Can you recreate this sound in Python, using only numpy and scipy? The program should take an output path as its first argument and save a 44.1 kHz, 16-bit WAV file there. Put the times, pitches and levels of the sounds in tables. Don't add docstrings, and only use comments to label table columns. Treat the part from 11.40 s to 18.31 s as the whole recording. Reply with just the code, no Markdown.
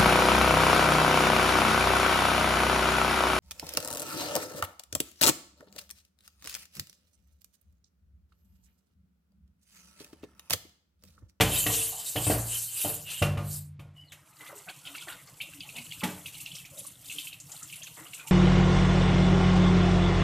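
import sys
import numpy as np
from scipy import signal
from scipy.fft import rfft, irfft, next_fast_len
from scipy.io import wavfile

SR = 44100
rng = np.random.default_rng(int(sys.argv[2]) if len(sys.argv) > 2 else 0)


def bounce(signal):
    frames = np.transpose(np.atleast_2d(signal))
    limited = np.clip(frames, -1, 1)
    pcm = np.round(limited * 32767).astype(np.int16)
    wavfile.write(sys.argv[1], SR, pcm)


def invert_db(x):
    u = np.asarray(x, float) / 20
    return 10 ** u


N = 304731


def rms_one(x):
    return x / np.sqrt(np.mean(x ** 2) + 1e-20)


def in_time(rows):
    s, *columns = np.transpose(rows)
    t = np.arange(N) / SR
    return [np.interp(t, s, c) for c in columns], (t >= s[0]) & (t <= s[-1])


def at_hz(points, hz):
    table_hz, table_db = np.array(points).T
    return np.interp(np.log(np.maximum(hz, 1)), np.log(table_hz), table_db)


def band(x, low, high, order=2):
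    return signal.sosfilt(signal.butter(order, [low, high], "band", fs=SR, output="sos"), x)


def coloured(x, points):
    size = next_fast_len(N)
    hz = np.arange(size // 2 + 1) * SR / size
    return irfft(rfft(x, size) * invert_db(at_hz(points, hz)), size)[:N]


def drift(rate_hz):
    r = np.exp(-80 * np.pi * rate_hz / SR)
    noise = rng.standard_normal(N // 40 + 2002)
    slow = signal.lfilter([1], [1, -2 * r, r * r], noise)[2000:]
    return np.interp(np.arange(N) / 40, np.arange(len(slow)), rms_one(slow))


def ring(clicks, hz, t60):
    r, w = invert_db(-60 / (t60 * SR)), 2 * np.pi * hz / SR
    return signal.lfilter([0, np.sin(w)], [1, -2 * r * np.cos(w), r * r], clicks + 1e-18)


def grains(per_s, spread_db):
    sizes = invert_db(spread_db * np.minimum(rng.exponential(1, N), 5)) * rng.choice([-1, 1], N)
    return rms_one(sizes * (rng.random(N) < per_s / SR))


def bursts(seconds, db, t60):
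    clicks = np.zeros(N)
    at = np.minimum((np.array(seconds) * SR).astype(int), N - 1)
    np.add.at(clicks, at, invert_db(db))
    return signal.lfilter([1], [1, -invert_db(-60 / (t60 * SR))], clicks + 1e-18)


def soft(envelope, rise_s):
    r = np.exp(-1 / (rise_s * SR))
    return signal.lfilter([1 - r], [1, -r], envelope)


def patchy(x, low, high, patchy_db, rate_hz):
    edges = np.geomspace(low, high, round(5 * np.log2(high / low)) + 1)
    total = 0
    for k, (a, b) in enumerate(zip(edges, edges[1:])):
        total = total + (-1) ** k * band(x, a, b) * invert_db(patchy_db * drift(rate_hz))
    return rms_one(total)


def bubbles(per_s, low_hz, high_hz, cycles):
    born, dealt = grains(per_s, spread_db=3.5), rng.integers(0, 14, N)
    pitches = np.geomspace(low_hz, high_hz, 14)
    rings = sum(ring(born * (dealt == k), hz, cycles / hz) for k, hz in enumerate(pitches))
    return rms_one(band(rings, low_hz, high_hz))


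# t/s, crack level/dB, wok ring level/dB, basin boom level/dB, share of wok's weight lifted off (0-1);
# the row at 2.72 s is the tap handle knocking at its stop, nearly all crack
KNOCK_EVENTS = [(0.0, -33.5, -23.5, -41, 0.1), (0.0074, -6.5, -34, -24, 0.07),
                (0.2635, -17.5, -34, -35.5, 0.03), (0.759, -23, -34.5, -36.5, 0.3),
                (0.869, -34, -36, -29.5, 0.3), (0.9, -38, -29, -29.5, 0), (0.931, -53, -46, -29, 0),
                (1.4487, -81, -35, -40.5, 0.53), (1.8213, -17.5, -29, -24, 0.95),
                (1.973, -35.5, -40.5, -29.5, 0.89), (2.394, -45, -56.5, -46.5, 0.73),
                (2.72, -35.5, -87, -65.5, 1), (4.6344, -18.5, -34.5, -49.5, 0.92), (6.58, -59, -58, -73, 0)]
# f/Hz, relative level/dB, typical time to fall 60 dB/s
WOK_RESTING = [(299.4, -1.5, 0.42), (452, -6.5, 0.56), (589, -4, 0.4), (638, -13, 0.88), (706, -9, 0.68),
               (739, -1, 0.18), (763, -13, 0.52), (910, -15, 0.42), (1014, -17, 0.64), (1150, -11, 0.085),
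               (1500, -20, 0.16), (1880, -7.5, 0.21), (2640, -3, 0.095), (3160, -17.5, 0.14)]
WOK_LIFTED = [(338.5, -10, 0.65), (481, -9, 0.31), (574, -3, 0.25), (681, -7, 0.15), (820, -9, 0.33),
              (1080, -8.5, 0.41), (1220, -8, 0.15), (1424, -8.5, 0.21), (2040, -11, 0.051),
              (2410, -1, 0.097), (2780, -2.5, 0.11), (2980, -11, 0.16), (3110, -19.5, 0.1)]
WOK_RINSED = [(182.4, -2, .35), (242, 0, 0.15), (423, -9, 0.54), (562, -15, 0.49), (860, -3.5, 0.27),
              (1180, -14, .3), (2040, -25, 0.13), (2283, -11, 0.18), (2850, -8, 0.075)]
BASIN_LOADED = [(56.6, -4, 0.71), (83.7, -8, 0.7), (103.2, 0.5, 0.48), (116.2, 3, 0.61), (177.7, -4.5, 0.4)]
BASIN_FREE = [(89.7, -7, 1.8), (98.3, 1, 0.77), (118, 10, 0.08), (147.5, -1, 1.36), (199.2, -10, 0.7),
              (326, -14.5, 0.36)]
TILTED_FROM_S = 4.0
BOOM_LEAD_S, LEAD_BELOW_HZ = 0.006, 403
CONTACT_S = 0.001937
SMOTHER = 0.0088
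HARD_DB, DULLING = 8, 0.15
RATTLE_DB, RATTLE_HZ = 3, 35
CLANG_DB, CLANG_T60_S = -6, 0.25


def knocks():
    table, out = np.array(KNOCK_EVENTS), np.zeros(N)
    knock_s, crack_db, ring_db = table.T[:3]
    until_next = np.diff(knock_s, append=N / SR)
    bodies = [(WOK_RESTING, 2, False), (BASIN_LOADED, 3, False), (BASIN_FREE, 3, True),
              (WOK_LIFTED, 2, True), (WOK_RINSED, 2, True)]
    for body, column, lifted in bodies:
        is_wok = column == 2
        chance = rng.standard_normal((len(table), len(body), 3))
        chance *= 0.25 if body is BASIN_FREE else 1
        rattle = invert_db(RATTLE_DB * drift(RATTLE_HZ)) if is_wok else np.ones(N)
        for row, free_s, draws in zip(table, until_next, chance):
            share = np.clip(row[4] if lifted else 1 - row[4], 0, 1)
            wrong_tilt = is_wok and lifted and (body is WOK_RINSED) != (row[0] > TILTED_FROM_S)
            if share == 0 or wrong_tilt:
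                continue
            softness_db = max(HARD_DB - row[1] + row[2], 0)
            for k, ((hz, level_db, t60), (strength, tuning, damping)) in enumerate(zip(body, draws)):
                start = max(row[0] - BOOM_LEAD_S * min(LEAD_BELOW_HZ / hz, 1), 0)
                t60 = t60 * np.exp(0.15 * damping - SMOTHER * softness_db * is_wok)
                level_db = level_db - DULLING * softness_db * max(np.log2(hz / 800), 0)
                t = np.arange(round(min(1.2 * t60, N / SR - row[0] - 0.05) * SR) - 1) / SR
                swell = 1 - np.exp(-t * hz / 0.49)
                choke_db = 60 * np.maximum(t - free_s, 0) / 0.5
                wave = np.sin(2 * np.pi * hz * (1 + 0.0095 * tuning) * t)
                if is_wok:
                    wave += 0.5 * np.sin(2 * np.pi * hz * (1 + 0.03 * damping) * t)
                    wave *= (-1) ** k
                i = round((start + CONTACT_S * min(abs(tuning), 2)) * SR)
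                wave_db = row[column] + level_db + 2.2 * strength - 60 * t / t60 - choke_db
                waver = np.roll(rattle, round(hz * 40))[i:i + len(t)]
                out[i:i + len(t)] += np.sqrt(share) * invert_db(wave_db) * swell * wave * waver
    noise = rng.standard_normal((4, N))
    softness_db = np.maximum(HARD_DB - crack_db + ring_db, 0)
    clang = soft(bursts(knock_s, ring_db + CLANG_DB - 0.37 * softness_db, CLANG_T60_S), 0.0037)
    out += clang * patchy(noise[3], 437, 3300, patchy_db=7.0, rate_hz=9.7)
    crack = soft(bursts(knock_s, crack_db - 8, 0.069), 0.0015)
    out += crack * rms_one(band(noise[0], 1700, 3630))
    thud = bursts(knock_s, ring_db - 5.5, 0.46)
    out += thud * rms_one(band(noise[1], 150, 560, order=1))
    bright = soft(bursts(knock_s, crack_db - 16, 0.2), 0.002)
    return out + bright * rms_one(band(noise[2], 5600, 15000))


def basin_echo(x, t60):
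    t = np.arange(round(0.3 * SR)) / SR
    tail = band(rng.standard_normal(len(t)), 350, 7000, order=1)
    tail = tail * invert_db(-60 * t / t60) * (t > 0.002)
    return signal.fftconvolve(x, tail / np.sqrt(np.sum(tail ** 2)))[:N]


# t/s, level/dB
HUM_LEVEL = [(2.7, -64.5), (2.93, -67.5), (4.53, -54.5), (6.91, -61.5)]
# f/Hz, relative level per Hz/dB
HUM_SPECTRUM = [(15, -31), (25, 6.5), (54, -13), (145, 5), (181, -1), (221, -18), (295, -6), (370, -34),
                (500, -18), (650, -72.5), (1100, -120)]
THROB_HZ, THROB_PEAK_S = 10.82, 3.286
ROOM_HISS_DB = -77


def background():
    (hum_db,), _ = in_time(HUM_LEVEL)
    t = np.arange(N) / SR
    throb = invert_db(4.5 * np.cos(2 * np.pi * THROB_HZ * (t - THROB_PEAK_S)))
    hum = rms_one(coloured(rng.standard_normal(N), HUM_SPECTRUM) * throb)
    hush = rms_one(band(rng.standard_normal(N), 300, 3300))
    return invert_db(hum_db) * hum + invert_db(ROOM_HISS_DB) * hush


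# fastest moment t/s, speeding up/s, slowing down/s, wire hiss level/dB, dome rasp level/dB,
# resonance favoured by the spot on the dome f/Hz
SCOUR_STROKES = [(0.191, 0.14, 0.063, -28.5, -33.5, 3080), (0.369, 0.16, 0.15, -28.5, -37.5, 2930),
                 (.69, 0.26, 0.1, -35, -50, 4000), (.89, 0.12, 0.13, -27.5, -44, 2870),
                 (1.149, 0.088, 0.12, -31, -44, 3030), (1.428, 0.14, 0.19, -32, -42, 2870),
                 (1.72, 0.046, 0.14, -38.5, -39.5, 2890), (2.141, 0.089, 0.09, -38, -60, 3900)]
# f/Hz, relative level per Hz/dB
WIRE_SPECTRUM = [(900, -27), (1500, 3.5), (2150, -3.5), (2600, 6.5), (3100, 7.5), (5300, -6.5), (6400, -1),
                 (7700, 7), (10500, 4.5), (14600, 3.5)]
# f/Hz, nominal width/Hz, relative level/dB
DOME_MODES = [(2675, 51, -12.5), (2847, 66, -9.5), (3082, 73, -6), (3440, 80, -14.5), (3760, 94, -6.5),
              (4000, 60, -13), (4630, 250, -19)]
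SWEEP_OCT_PER_S, OFF_SPOT_DB = 0.5, 59.5
STROKE_DROP_DB, STROKE_BEND = 13.5, 1.53
RASP_FOLLOWS, RASP_LEAD_S, RUB_DB = 1.14, 0.02, -21
RASP_RISE_SHARE = 0.7


def scourer():
    s, rise, fall, hiss_db, rasp_db, spot_hz = np.array(SCOUR_STROKES).T[:, :, None]
    t = np.arange(N) / SR - s

    def slowed_db(t, rise):
        return STROKE_DROP_DB * np.where(t < 0, -t / rise, t / fall) ** STROKE_BEND

    speed = invert_db(hiss_db - slowed_db(t, rise)).sum(axis=0)
    bite_loss_db = RASP_FOLLOWS * slowed_db(t + RASP_LEAD_S, rise * RASP_RISE_SHARE)
    bites = invert_db(rasp_db - bite_loss_db) + 1e-12
    bite = bites.sum(axis=0)
    spot = (bites * (np.log2(spot_hz) - SWEEP_OCT_PER_S * np.abs(t))).sum(axis=0) / bite
    tips = coloured(grains(9000, spread_db=-1.5), WIRE_SPECTRUM)
    hiss = patchy(tips, 4060, 15100, patchy_db=3.0, rate_hz=11.0) * speed * invert_db(1.27 * drift(12))
    catches = grains(2500, spread_db=2.5)
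    rasp = np.zeros(N)
    for hz, width, db in DOME_MODES:
        off_spot_db = OFF_SPOT_DB * (np.log2(hz) - spot) ** 2
        mode = rms_one(ring(catches, hz, 4.2 / width))
        rasp += invert_db(db) * mode * invert_db(4.3 * drift(20) - off_spot_db)
    scratch = patchy(tips[::-1], 2300, 4780, patchy_db=3.0, rate_hz=12)
    rasp = rms_one(rms_one(rasp) + 0.9 * scratch) * bite
    rub = rms_one(band(rng.standard_normal(N), 250, 5200)) * speed * invert_db(RUB_DB)
    return hiss + rasp + rub


GROAN_S, GROAN_LENGTH_S, GROAN_DB = 0.515, 0.11, -46


def groan():
    i, n, out = round(GROAN_S * SR), round(GROAN_LENGTH_S * SR), np.zeros(N)
    slips = band(grains(400, spread_db=3.0), 720, 1050)[:SR]
    shaken = sum(ring(slips, hz, 0.06) for hz, _, _ in WOK_RESTING)[-n:]
    t = np.arange(n) / n
    shape = np.minimum(t / 0.13, 1) * (1 - t) ** 0.81
    out[i:i + n] = invert_db(GROAN_DB) * rms_one(shaken) * shape
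    return out


# t/s, level/dB
TAP_FLOW = [(2.45, -91), (2.53, -88.5), (2.575, -70.5), (2.69, -76), (2.74, -76), (2.83, -69),
            (2.87, -65.5), (2.95, -61.5), (3.03, -54.5), (3.4, -56), (3.62, -50.5), (3.85, -57.5),
            (4.4, -51), (5.2, -51.5), (5.27, -59.5), (5.4, -47.5), (5.6, -58), (5.7, -45), (5.85, -48),
            (5.98, -65), (6.12, -49), (6.3, -53), (6.6, -53), (6.91, -55.5)]
# t/s, level/dB
SLOSH_EVENTS = [(2.73, -62.5), (2.999, -52), (3.088, -48.5), (3.27, -57.5), (3.46, -60), (3.54, -56.5),
                (3.668, -45.5), (3.87, -62.5), (4.0, -69), (4.615, -42), (6.09, -68), (6.569, -47.5),
                (6.83, -61)]
# f/Hz, relative level per Hz/dB
WATER_SPECTRUM = [(120, -39), (300, 8), (370, -18.5), (600, -9), (1290, -6), (1700, -12.5), (2650, 6),
                  (4400, 0.5), (5600, 8), (7700, 16), (10500, 13), (14600, 11.5)]
PATTER_DB, WASH_DB, WASH_FOLLOWS = -11.5, -66.5, 0.28
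PATTER_AFTER_SLAP_DB, PATTER_T60_S = -20, 0.05
SURGE_DB = 2.0
SLOSH_RISE_S, SLOSH_T60_S = 0.0058, 0.36


def stream():
    (spray_db,), on = in_time(TAP_FLOW)
    slap_s, slap_db = np.array(SLAP_EVENTS).T[:2]
    slosh_s, slosh_db = np.transpose(SLOSH_EVENTS)
    surge = drift(30.0)
    drops = coloured(grains(10000, spread_db=3.0), WATER_SPECTRUM)
    spray = patchy(drops, 4600, 16000, patchy_db=1.8, rate_hz=14)
    spray += 0.22 * bubbles(500, 4500, 12000, cycles=60)
    large_drops = coloured(grains(2500, spread_db=2.5), WATER_SPECTRUM)
    patter = patchy(large_drops, 2540, 4800, patchy_db=2.0, rate_hz=21)
    patter += 1.1 * bubbles(200, 2200, 5500, cycles=45)
    sheet = coloured(rng.standard_normal(N), WATER_SPECTRUM)
    wash = patchy(sheet, 312, 2190, patchy_db=4.5, rate_hz=14.5)
    wash += 0.35 * bubbles(70, 450, 2000, cycles=30)
    lumps_db = 1.2 * surge + 2.2 * drift(30)
    scatter = soft(bursts(slap_s, slap_db + PATTER_AFTER_SLAP_DB, PATTER_T60_S), 0.001)
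    dripping = invert_db(spray_db + PATTER_DB) + scatter
    flow_swing_db = spray_db - spray_db[on].mean()
    sloshing = soft(bursts(slosh_s, slosh_db, SLOSH_T60_S), SLOSH_RISE_S)
    washing = invert_db(WASH_DB + WASH_FOLLOWS * flow_swing_db) + sloshing
    return (spray * invert_db(spray_db + SURGE_DB * surge) + patter * dripping * invert_db(lumps_db) + wash * washing) * on


# t/s, f/Hz, level/dB
STEADY_WHISTLE = [(2.55, 2950, -74), (2.57, 2960, -51.5), (2.6, 2940, -50), (2.62, 3010, -57),
                  (2.655, 2900, -62), (2.71, 3000, -79), (2.73, 3080, -81)]
FALLING_WHISTLE = [(2.56, 5200, -80), (2.64, 4890, -76), (2.68, 4310, -68), (2.72, 3320, -62),
                   (2.75, 2680, -63), (2.77, 2740, -81)]


def whistle(rows, width_hz):
    (hz, db), on = in_time(rows)
    phase = 2 * np.pi * np.cumsum(hz) / SR
    tone = drift(width_hz) * np.cos(phase) + drift(width_hz) * np.sin(phase)
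    return invert_db(db + 3.2 * drift(46)) * on * tone


# t/s, level/dB, centre f/Hz
SPIT_EVENTS = [(2.719, -40.5, 7100), (2.7205, -48, 12600), (3.179, -36, 7800), (3.872, -42, 4870),
               (4.0123, -46, 12700), (4.444, -37, 7750), (5.151, -32.5, 5560), (5.3902, -29.5, 9700),
               (5.4662, -29.5, 9400), (6, -31.5, 7260), (6.116, -30, 7400), (6.2281, -28, 7760),
               (6.3237, -35.5, 8250), (6.357, -33.5, 10240), (6.4313, -32, 6640), (6.7442, -31, 8300),
               (6.8703, -32, 7600)]


def spits():
    out, t = np.zeros(N), np.arange(round(0.15 * SR)) / SR
    for (s, level_db, hz), noise in zip(SPIT_EVENTS, rng.standard_normal((len(SPIT_EVENTS), len(t)))):
        i = round(s * SR)
        puff = rms_one(band(noise, hz / 1.08, min(hz * 1.04, 0.45 * SR), order=1))
        shape = invert_db(level_db - 8.0 - 60 * t / 0.087) * np.minimum(t / 0.0015, 1)
        out[i:i + len(t)] += (shape * puff)[:N - i]
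    return out


# t/s, length/s, f/Hz, nominal width/Hz, level/dB
GURGLE_EVENTS = [(2.777, 0.34, 1280, 240, -67.5), (2.985, 0.15, 2040, 51, -53),
                 (3.022, 0.079, 1210, 340, -58), (3.102, 0.13, 408, 15, -56), (3.261, 0.07, 724, 100, -51),
                 (3.267, 0.051, 1500, 340, -46), (3.463, 0.11, 286, 4.9, -56.5),
                 (3.434, 0.089, 1420, 190, -56.5), (3.497, 0.035, 700, 280, -60),
                 (3.544, 0.02, 1420, 230, -48), (3.621, 0.022, 1380, 240, -53),
                 (3.665, 0.1, 1430, 200, -48.5), (4.14, 0.083, 289, 12, -53),
                 (4.23, 0.078, 820, 330, -59.5), (4.321, .11, 810, 1100, -55),
                 (4.338, 0.13, 237, 12, -55.5), (5.3, 0.18, 580, 88, -56.5),
                 (5.44, 0.022, 1135, 110, -54.5), (5.736, 0.075, 299.3, 6.2, -56.5),
                 (6.084, 0.037, 800, 600, -59), (6.129, 0.033, 790, 430, -59.5),
                 (6.206, 0.051, 1316, 140, -54.5), (6.427, 0.023, 1800, 470, -56),
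                 (6.468, 0.027, 1400, 710, -59), (6.599, 0.055, 323, 5.3, -55.5),
                 (6.778, 0.059, 1420, 610, -53), (6.837, 0.08, 900, 110, -55)]


def gurgles():
    out, broken_db = np.zeros(N), 0.96 * drift(62)
    for s, length, hz, width_hz, db in GURGLE_EVENTS:
        i, n = round(s * SR), round(length * SR)
        tone = rms_one(ring(rng.standard_normal(SR), hz, 7.3 / width_hz)[-n:])
        swell = np.sqrt(np.hanning(n))
        out[i:i + n] += invert_db(db + broken_db[i:i + n]) * (tone * swell)[:N - i]
    return out


# t/s, slap level/dB, ring f/Hz, spray burst level/dB
SLAP_EVENTS = [(3.0082, -40.5, 2040, -51), (3.0651, -36.5, 2040, -66), (3.286, -28.5, 2510, -47.5),
               (3.452, -34, 3210, -48), (3.4711, -30.5, 3060, -69), (3.551, -30, 2700, -47),
               (3.5798, -31.5, 2300, -66), (3.61, -31.5, 3360, -50), (3.683, -29, 1830, -41),
               (3.7, -37, 2900, -55), (3.722, -35.5, 3650, -52), (4.011, -21, 2670, -41.5),
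               (4.206, -29.5, 2640, -67), (4.2335, -33.5, 3080, -74), (4.29, -31.5, 2660, -70),
               (4.3614, -31.5, 2640, -39.5), (4.382, -28, 2550, -54), (4.5204, -25.5, 2830, -41),
               (4.607, -32, 2640, -48), (4.8578, -27, 2820, -39.5), (4.9428, -34, 2820, -51),
               (5.001, -32.5, 2700, -37.5), (5.061, -26, 2800, -46), (5.117, -32, 3010, -61),
               (5.1512, -35, 3200, -40), (5.184, -33.5, 3140, -57), (5.2497, -35.5, 2390, -45),
               (5.376, -38, 3800, -39), (5.6984, -27.5, 2640, -52), (5.713, -32, 2660, -40),
               (5.7841, -20.5, 3130, -39), (5.841, -54, 3150, -36.5), (5.871, -28, 2630, -43),
               (5.928, -31.5, 2670, -44), (6.298, -36, 2860, -48), (6.334, -29, 2720, -60),
               (6.423, -31, 3230, -68), (6.469, -32.5, 2700, -52), (6.668, -37, 2940, -63),
               (6.733, -30, 2800, -40), (6.777, -41, 2570, -45), (6.7972, -30.5, 2450, -68),
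               (6.8747, -32.5, 2830, -35)]


def slaps():
    out, table = np.zeros(N), np.array(SLAP_EVENTS)
    slap_s, slap_db, _, burst_db = table.T
    t = np.arange(round(0.06 * SR)) / SR
    envelope = 1.26 * (1 - np.exp(-t / 0.0013)) * np.exp(-t / 0.0026)
    for (s, level_db, hz, _), (late, detune, size) in zip(table, rng.random((len(table), 3, 6))):
        lags = late * 0.03 - 0.009
        pitches = hz * (1 + 0.36 * (detune - 0.5))
        lags[0], pitches[0], size[0] = 0, hz, 1
        for k, (lag, pitch, height) in enumerate(zip(lags, pitches, size)):
            droplet = envelope * np.sin(2 * np.pi * pitch * t)
            droplet_db = level_db - 1.0 * (k > 0) - 490 * abs(lag)
            i = round((s + lag) * SR)
            out[i:i + len(t)] += (invert_db(droplet_db) * height * droplet)[:max(N - i, 0)]
    fizz = coloured(grains(6500, spread_db=1.0), WATER_SPECTRUM)
    splash = soft(bursts(slap_s, slap_db - 15, 0.09), 0.005)
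    out += splash * patchy(fizz, 2000, 4600, patchy_db=2.5, rate_hz=13.4)
    flying = soft(bursts(slap_s, burst_db - 1.5, 0.13), 0.008)
    return out + flying * patchy(fizz[::-1], 4400, 16000, patchy_db=3.5, rate_hz=12)


# f/Hz, side minus mid level/dB
STEREO_WIDTH = [(100, -60.5), (1000, -45), (2500, -34), (4000, -23.5), (5500, -15), (7000, -10),
                (10000, -4), (14500, -6)]


def scene():
    near = knocks() + groan() + slaps() + spits()
    wet = gurgles() + whistle(STEADY_WHISTLE, width_hz=35) + whistle(FALLING_WHISTLE, width_hz=220)
    echo = invert_db(-11.0) * basin_echo(near, t60=0.41)
    mid = near + echo + wet + scourer() + stream() + background()
    turn = 2 * np.pi * drift(25)
    wide = signal.hilbert(coloured(mid, STEREO_WIDTH), next_fast_len(N))[:N]
    side = np.real(wide * np.exp(1j * turn))
    return np.array([mid + side, mid - side])


def roll_off(x):
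    return signal.sosfilt(signal.butter(12, 15560, fs=SR, output="sos"), x)


def record(dry):
    bass_cut = signal.butter(4, 48, "high", fs=SR, output="sos")
    top_cut = signal.cheby2(20, 60, 14750, fs=SR, output="sos")
    mix = signal.sosfilt(np.vstack([bass_cut, top_cut]), dry)
    return roll_off(mix)


dry = scene()
out = record(dry)
bounce(out)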